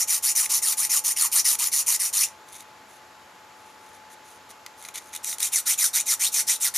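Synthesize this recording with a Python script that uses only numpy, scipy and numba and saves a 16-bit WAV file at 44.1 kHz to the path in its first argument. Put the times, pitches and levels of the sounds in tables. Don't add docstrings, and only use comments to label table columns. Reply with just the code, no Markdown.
import sys
import numpy as np
from scipy import signal
from scipy.fft import rfft, irfft, next_fast_len
from scipy.io import wavfile
from scipy.ndimage import uniform_filter1d, map_coordinates
from numba import njit

SR = 44100
rng = np.random.default_rng(int(sys.argv[2]) if len(sys.argv) > 2 else 0)


def persist_wave(psi):
    counts = np.round(np.clip(psi, -1, 1) * 32767).astype(np.int16)
    wavfile.write(sys.argv[1], SR, np.atleast_2d(counts).T)


N = 298557
REGRIP_S = 3.5


def amp(db):
    return 10 ** (np.asarray(db) / 20)


def unit(x):
    return x / np.sqrt(np.mean(x ** 2) + 1e-20)


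def along(points, hz):
    point_hz, values = np.transpose(points)
    return np.interp(np.log(hz + 1), np.log(point_hz + 1), values)


def clock():
    return np.arange(N) / SR


def wobble(rate):
    knots = rng.standard_normal(int(N * rate / SR) + 4)
    return map_coordinates(knots, [clock() * rate])


def filtered(x, response):
    size = next_fast_len(N + SR // 2)
    hz = np.fft.rfftfreq(size, 1 / SR)
    return irfft(rfft(x, size) * response(hz), size)[..., :N]


def coloured(x, spectrum, size=2048):
    gain = amp(along(spectrum, np.fft.rfftfreq(size, 1 / SR)))
    cepstrum = irfft(np.log(np.maximum(gain, 1e-6)))
    cepstrum[1:size // 2] *= 2
    cepstrum[size // 2 + 1:] = 0
    kernel = irfft(np.exp(rfft(cepstrum)))
    return signal.fftconvolve(x, kernel / np.linalg.norm(kernel))[:N]


@njit
def resonate(x, warp, damping):
    y, band, low = np.zeros(len(x)), 0., 0.
    for i in range(len(x)):
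        g = warp[i]
        v = (band + g * (x[i] - low)) / (1 + g * (g + damping))
        band = 2 * v - band
        low += 2 * g * v
        y[i] = damping * v
    return y


def patchy(x, depth_db, size=256):
    bands = signal.stft(x, nperseg=size)[2]
    field = uniform_filter1d(rng.standard_normal(bands.shape), size=8, axis=0)
    field = uniform_filter1d(field, size=9, axis=1)
    return signal.istft(bands * amp(depth_db * unit(field)), nperseg=size)[1][:N]


def scatter(x, t60, gap_s):
    t = np.arange(SR // 10) / SR
    cloud = rng.standard_normal(len(t)) * amp(-60 * t / t60) * (t > gap_s)
    return signal.fftconvolve(x, cloud / np.linalg.norm(cloud))[:N]


def teeth(rate, spread_db, clump_db, hiss):
    hit = rng.random(N) < rate / SR
    sizes = amp(spread_db * np.clip(rng.standard_normal(N), -2, 2)) * rng.choice([-1, 1], N)
    grains = unit(hit * sizes) + hiss * rng.standard_normal(N)
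    return unit(grains * amp(clump_db * wobble(420)))


# (start [s], end [s], relative level [dB], change of pressure from start to end [dB], pitch shift [semitones])
FILE_STROKES = [(-0.06, 0.054, -22.5, -3, 1), (0.073, 0.197, -23, 2.5, 1.5), (0.224, 0.341, -23, -4, 4.5),
                (0.349, 0.479, -23, -10, -0.5), (0.491, 0.607, -22, -4.5, -2),
                (0.618, 0.753, -23, 0.5, -1.5), (0.769, 0.883, -23.5, -5.5, 1.5), (0.892, 1.01, -21, 0, 0),
                (1.038, 1.143, -22.5, -2.5, 1), (1.159, 1.289, -22, 4.5, -1), (1.315, 1.428, -20.5, 1, 0),
                (1.442, 1.568, -21.5, -7, -1.5), (1.584, 1.701, -23, -5, -1),
                (1.715, 1.839, -22.5, 0, -0.5), (1.861, 1.98, -22.1, -6, -1), (1.992, 2.114, -26, -12, -2),
                (2.126, 2.268, -21.5, -2, 3), (5.227, 5.362, -30, 1, 1), (5.391, 5.501, -25, -3, 5),
                (5.516, 5.626, -23, -8, 1), (5.655, 5.761, -22, -7, 4), (5.774, 5.903, -20.5, -1.5, -0.5),
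                (5.93, 6.033, -22, -8.5, 2), (6.055, 6.163, -21.5, 3, 0), (6.193, 6.304, -22, -9, 9),
                (6.315, 6.44, -21.5, 0, 1.5), (6.467, 6.582, -24, -16, 7), (6.599, 6.707, -21.5, -1, 2.5),
                (6.738, 6.835, -20.5, -7, 7)]
# (lowest blade pitch [Hz], highest blade pitch [Hz], attack [s], release [s],
#  swell from standstill to full speed [dB], extra bite of a rising stroke [dB])
HAND_GRIPS = [(918, 2260, .014, 0.026, 1, 0), (1170, 2650, .016, 0.024, 8, 1.06)]


def motion(rise_lean, fall_lean, bite_db):
    t = clock()
    force, speed, pitch, bite = np.zeros(N), np.zeros(N), np.full(N, 1500.), np.ones(N)
    for k, (start, end, level_db, change_db, semitones) in enumerate(FILE_STROKES):
        low_hz, high_hz, attack_s, release_s, swell_db, rising_db = HAND_GRIPS[int(start > REGRIP_S)]
        way = (-1) ** k
        on = (t > start) & (t < end)
        u = (t[on] - start) / (end - start)
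        speed[on] = np.sin(np.pi * u)
        grip = np.minimum((t[on] - start) / attack_s, 1) ** 0.7
        let_go = np.minimum((end - t[on]) / release_s, 1) ** 0.97
        force[on] = grip * let_go * amp(level_db + change_db * (u - 0.5) + swell_db * (speed[on] - 1))
        travel = (1 - way * np.cos(np.pi * u)) / 2
        seat = 2 ** (semitones / 12)
        lean = rise_lean if way > 0 else fall_lean
        pitch[on] = seat * low_hz * (high_hz / low_hz) ** travel * (1 + lean * speed[on])
        bite[on] = amp(bite_db + way * rising_db)
    return force, speed, pitch, bite


BLADE_MODES = [(1, 2.98, 0.11), (2.8, 1.6, 0.072), (5.4, 0.19, 0.032)]
# (frequency [Hz], relative level per Hz [dB])
FIRST_COLOUR = [(450, -48), (800, -27), (1270, -13.3), (1560, -25.5), (1970, -13.5), (3400, -15),
                (5600, -3.5), (6900, 0), (7900, -6.5), (9400, 2.5), (11500, -4), (14500, -9), (15400, -25)]
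# (frequency [Hz], relative level per Hz [dB])
SECOND_COLOUR = [(450, -40), (900, -22.5), (1380, -11.5), (1600, -19.5), (2050, -10), (2800, -15),
                 (3700, -6), (4600, -9), (6100, 1), (8000, -3), (8800, 1.5), (11500, -2.5), (14400, -8.5),
                 (15400, -21)]


def filing():
    force, speed, pitch, bite = motion(rise_lean=0.0065, fall_lean=-0.015, bite_db=-0.16)
    force = force + amp(-20.0) * uniform_filter1d(force, size=SR // 20)
    cuts = teeth(1800 + 2500 * speed, spread_db=3.0, clump_db=1.5, hiss=0.68)
    rasp = 1.5 * cuts
    for ratio, strength, width in BLADE_MODES:
        ring = resonate(cuts, np.tan(np.pi * ratio * pitch / SR), width)
        rasp = rasp + strength * amp(1.3 * wobble(45)) * ring
    low_part = filtered(rasp, lambda hz: 1 / (1 + (hz / 4500) ** 4))
    rasp = rasp + (bite - 1) * low_part
    rasp = patchy(rasp, depth_db=1.94)
    rasp = rasp + 0.31 * scatter(rasp, t60=0.024, gap_s=0.0006)
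    rasp = unit(rasp) * force * amp(0.41 * wobble(60))
    first = clock() < REGRIP_S
    before_pause = amp(-0.7) * coloured(rasp * first, FIRST_COLOUR)
    after_pause = amp(-1.1) * coloured(rasp * ~first, SECOND_COLOUR)
    return before_pause + after_pause


# (start [s], end [s], relative level [dB])
LIGHT_BRUSHES = [(2.23, 2.294, -42.5), (2.462, 2.537, -55), (2.515, 2.586, -45.5), (2.58, 2.633, -47.5),
                 (2.877, 2.99, -58), (3.532, 3.77, -64.5), (3.786, 3.934, -60), (3.931, 3.974, -52.5),
                 (4.096, 4.15, -52), (4.238, 4.385, -54.5), (4.49, 4.523, -49.5), (4.77, 4.92, -49),
                 (4.939, 4.994, -35), (4.992, 5.125, -54.5), (5.124, 5.183, -40.5)]
# (frequency [Hz], relative level per Hz [dB])
TOUCH_COLOUR = [(600, -36), (1000, -27), (1370, -18), (1630, -15.5), (2070, -3), (2800, -11.5), (3640, 0.5),
                (5000, -8), (6400, 4.5), (7950, -5.5), (9800, 3.5), (12000, -5), (14000, -7), (15200, -45)]
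# (frequency [Hz], relative level per Hz [dB])
BOARD_COLOUR = [(500, -38), (1000, -14), (1350, -4), (1650, -9), (2050, 4.5), (2800, -8), (3600, -3),
                (5000, -10), (6500, -5.5), (9000, -16), (15000, -32)]


def brushes():
    t = clock()
    level = np.zeros(N)
    for start, end, level_db in LIGHT_BRUSHES:
        u = np.clip((t - start) / (end - start), 0, 1)
        level += amp(level_db) * np.sqrt(np.abs(np.sin(np.pi * u)))
    grit = teeth(1200, spread_db=3.5, clump_db=2.5, hiss=0.4)
    touch = level * amp(1.2 * wobble(90)) * unit(patchy(grit, depth_db=1.0))
    firmness = (level / level.max()) ** 0.69
    return coloured(touch, TOUCH_COLOUR) + amp(-4) * coloured(touch * firmness, BOARD_COLOUR)


# (time [s], relative level of the steel tick [dB], relative level of the board's knock [dB])
WIRE_SNAGS = [(0.46, -16, -42), (0.707, -31, -34), (0.731, -25, -25), (0.85, -12.5, -42), (1.553, -17, -32),
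              (1.946, -15.5, -43), (2.199, -26, -38), (4.663, -33.5, -25.5), (4.825, -32, -43),
              (4.850, -34, -30), (4.887, -29, -28), (5.150, -21.5, -41), (5.162, -18.5, -40),
              (5.245, -18, -42), (5.328, -20.5, -38), (5.384, -22.5, -40), (5.404, -14.5, -41),
              (5.429, -11, -35)]


def snags():
    t = np.arange(SR // 50) / SR
    fade_s = np.array([[0.012], [0.022]])
    ticks, knocks = np.zeros(N), np.zeros(N)
    for time_s, tick_db, knock_db in WIRE_SNAGS:
        chatter = rng.choice([-1, 1], (2, len(t))) * amp(-60 * t / fade_s)
        first = round(time_s * SR)
        ticks[first:][:len(t)] += amp(tick_db - 2.5) * chatter[0]
        knocks[first:][:len(t)] += amp(knock_db - 4) * chatter[1]
    return coloured(ticks, TOUCH_COLOUR) + coloured(knocks, BOARD_COLOUR)


# (frequency [Hz], side gain [dB])
NEAR_WIDTH = [(700, -20), (1300, -33), (2400, -41), (4400, -16.5), (8100, -12.5), (15000, -14)]


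def spread(x):
    echoes = scatter(x, t60=0.04, gap_s=0.003)
    side = filtered(echoes, lambda hz: amp(along(NEAR_WIDTH, hz)))
    return np.array([x + side, x - side])


# (frequency [Hz], time to fall 60 dB [s])
ROOM_DECAY = [(300, .3), (2000, .24), (7000, .2), (14000, .15)]
# (frequency [Hz], side gain [dB])
ROOM_SIDE = [(1000, -20), (2800, -20), (5000, -9)]


def room(x):
    hz, t, noise = signal.stft(rng.standard_normal((2, SR // 2)), SR, nperseg=256)
    fade = amp(-60 * t / along(ROOM_DECAY, hz)[:, None])
    tail = signal.istft(noise * fade, SR, nperseg=256)[1]
    mid, side = signal.fftconvolve(x[None], tail / np.linalg.norm(tail[0]), axes=1)[:, :N]
    side = filtered(side, lambda hz: amp(along(ROOM_SIDE, hz)))
    return np.array([mid + side, mid - side])


# (frequency [Hz], relative level per Hz [dB])
AIR_COLOUR = [(25, -37), (40, -32), (55, -23), (88, -16.5), (130, -17.5), (330, -14.5), (720, -10.5),
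              (860, -7.5), (1300, -10), (3000, -19), (5200, -22.5), (6200, -23.5), (7300, -21.5),
              (8200, -31.5), (10500, -30), (13000, -29.5), (14000, -53)]
# (frequency [Hz], side gain [dB])
AIR_SIDE = [(30, -19), (70, -30), (130, -30), (290, -25), (640, -17.5), (1400, -11), (3100, -7),
            (7000, -11)]
# (frequency [Hz], rms level [dB])
HUM_AND_WHINE = [(90, -77), (201, -76), (268.6, -73.5), (359.5, -72), (479.1, -72), (861.3, -55)]


def background():
    mid, side = (amp(-50.5) * unit(coloured(noise, AIR_COLOUR)) for noise in rng.standard_normal((2, N)))
    side = filtered(side, lambda hz: amp(along(AIR_SIDE, hz)))
    drift = clock() + np.cumsum(0.0015 * wobble(7)) / SR
    tones = np.zeros(N)
    for hz, level_db in HUM_AND_WHINE:
        tones += amp(level_db) * np.sqrt(2) * np.sin(2 * np.pi * (hz * drift + rng.random()))
    tones = tones * amp(0.9 * wobble(2.513))
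    side = side + filtered(tones, lambda hz: 0.4 * (hz > 600))
    return np.array([mid + tones + side, mid + tones - side])


def scene():
    work = filing() + brushes() + snags()
    balance = amp(np.array([[0.2], [-0.2]]))
    return spread(work) * balance + amp(-13) * room(work) + background()


def record(dry):
    return filtered(dry, lambda hz: hz < 15300)


dry = scene()
out = record(dry)
persist_wave(out)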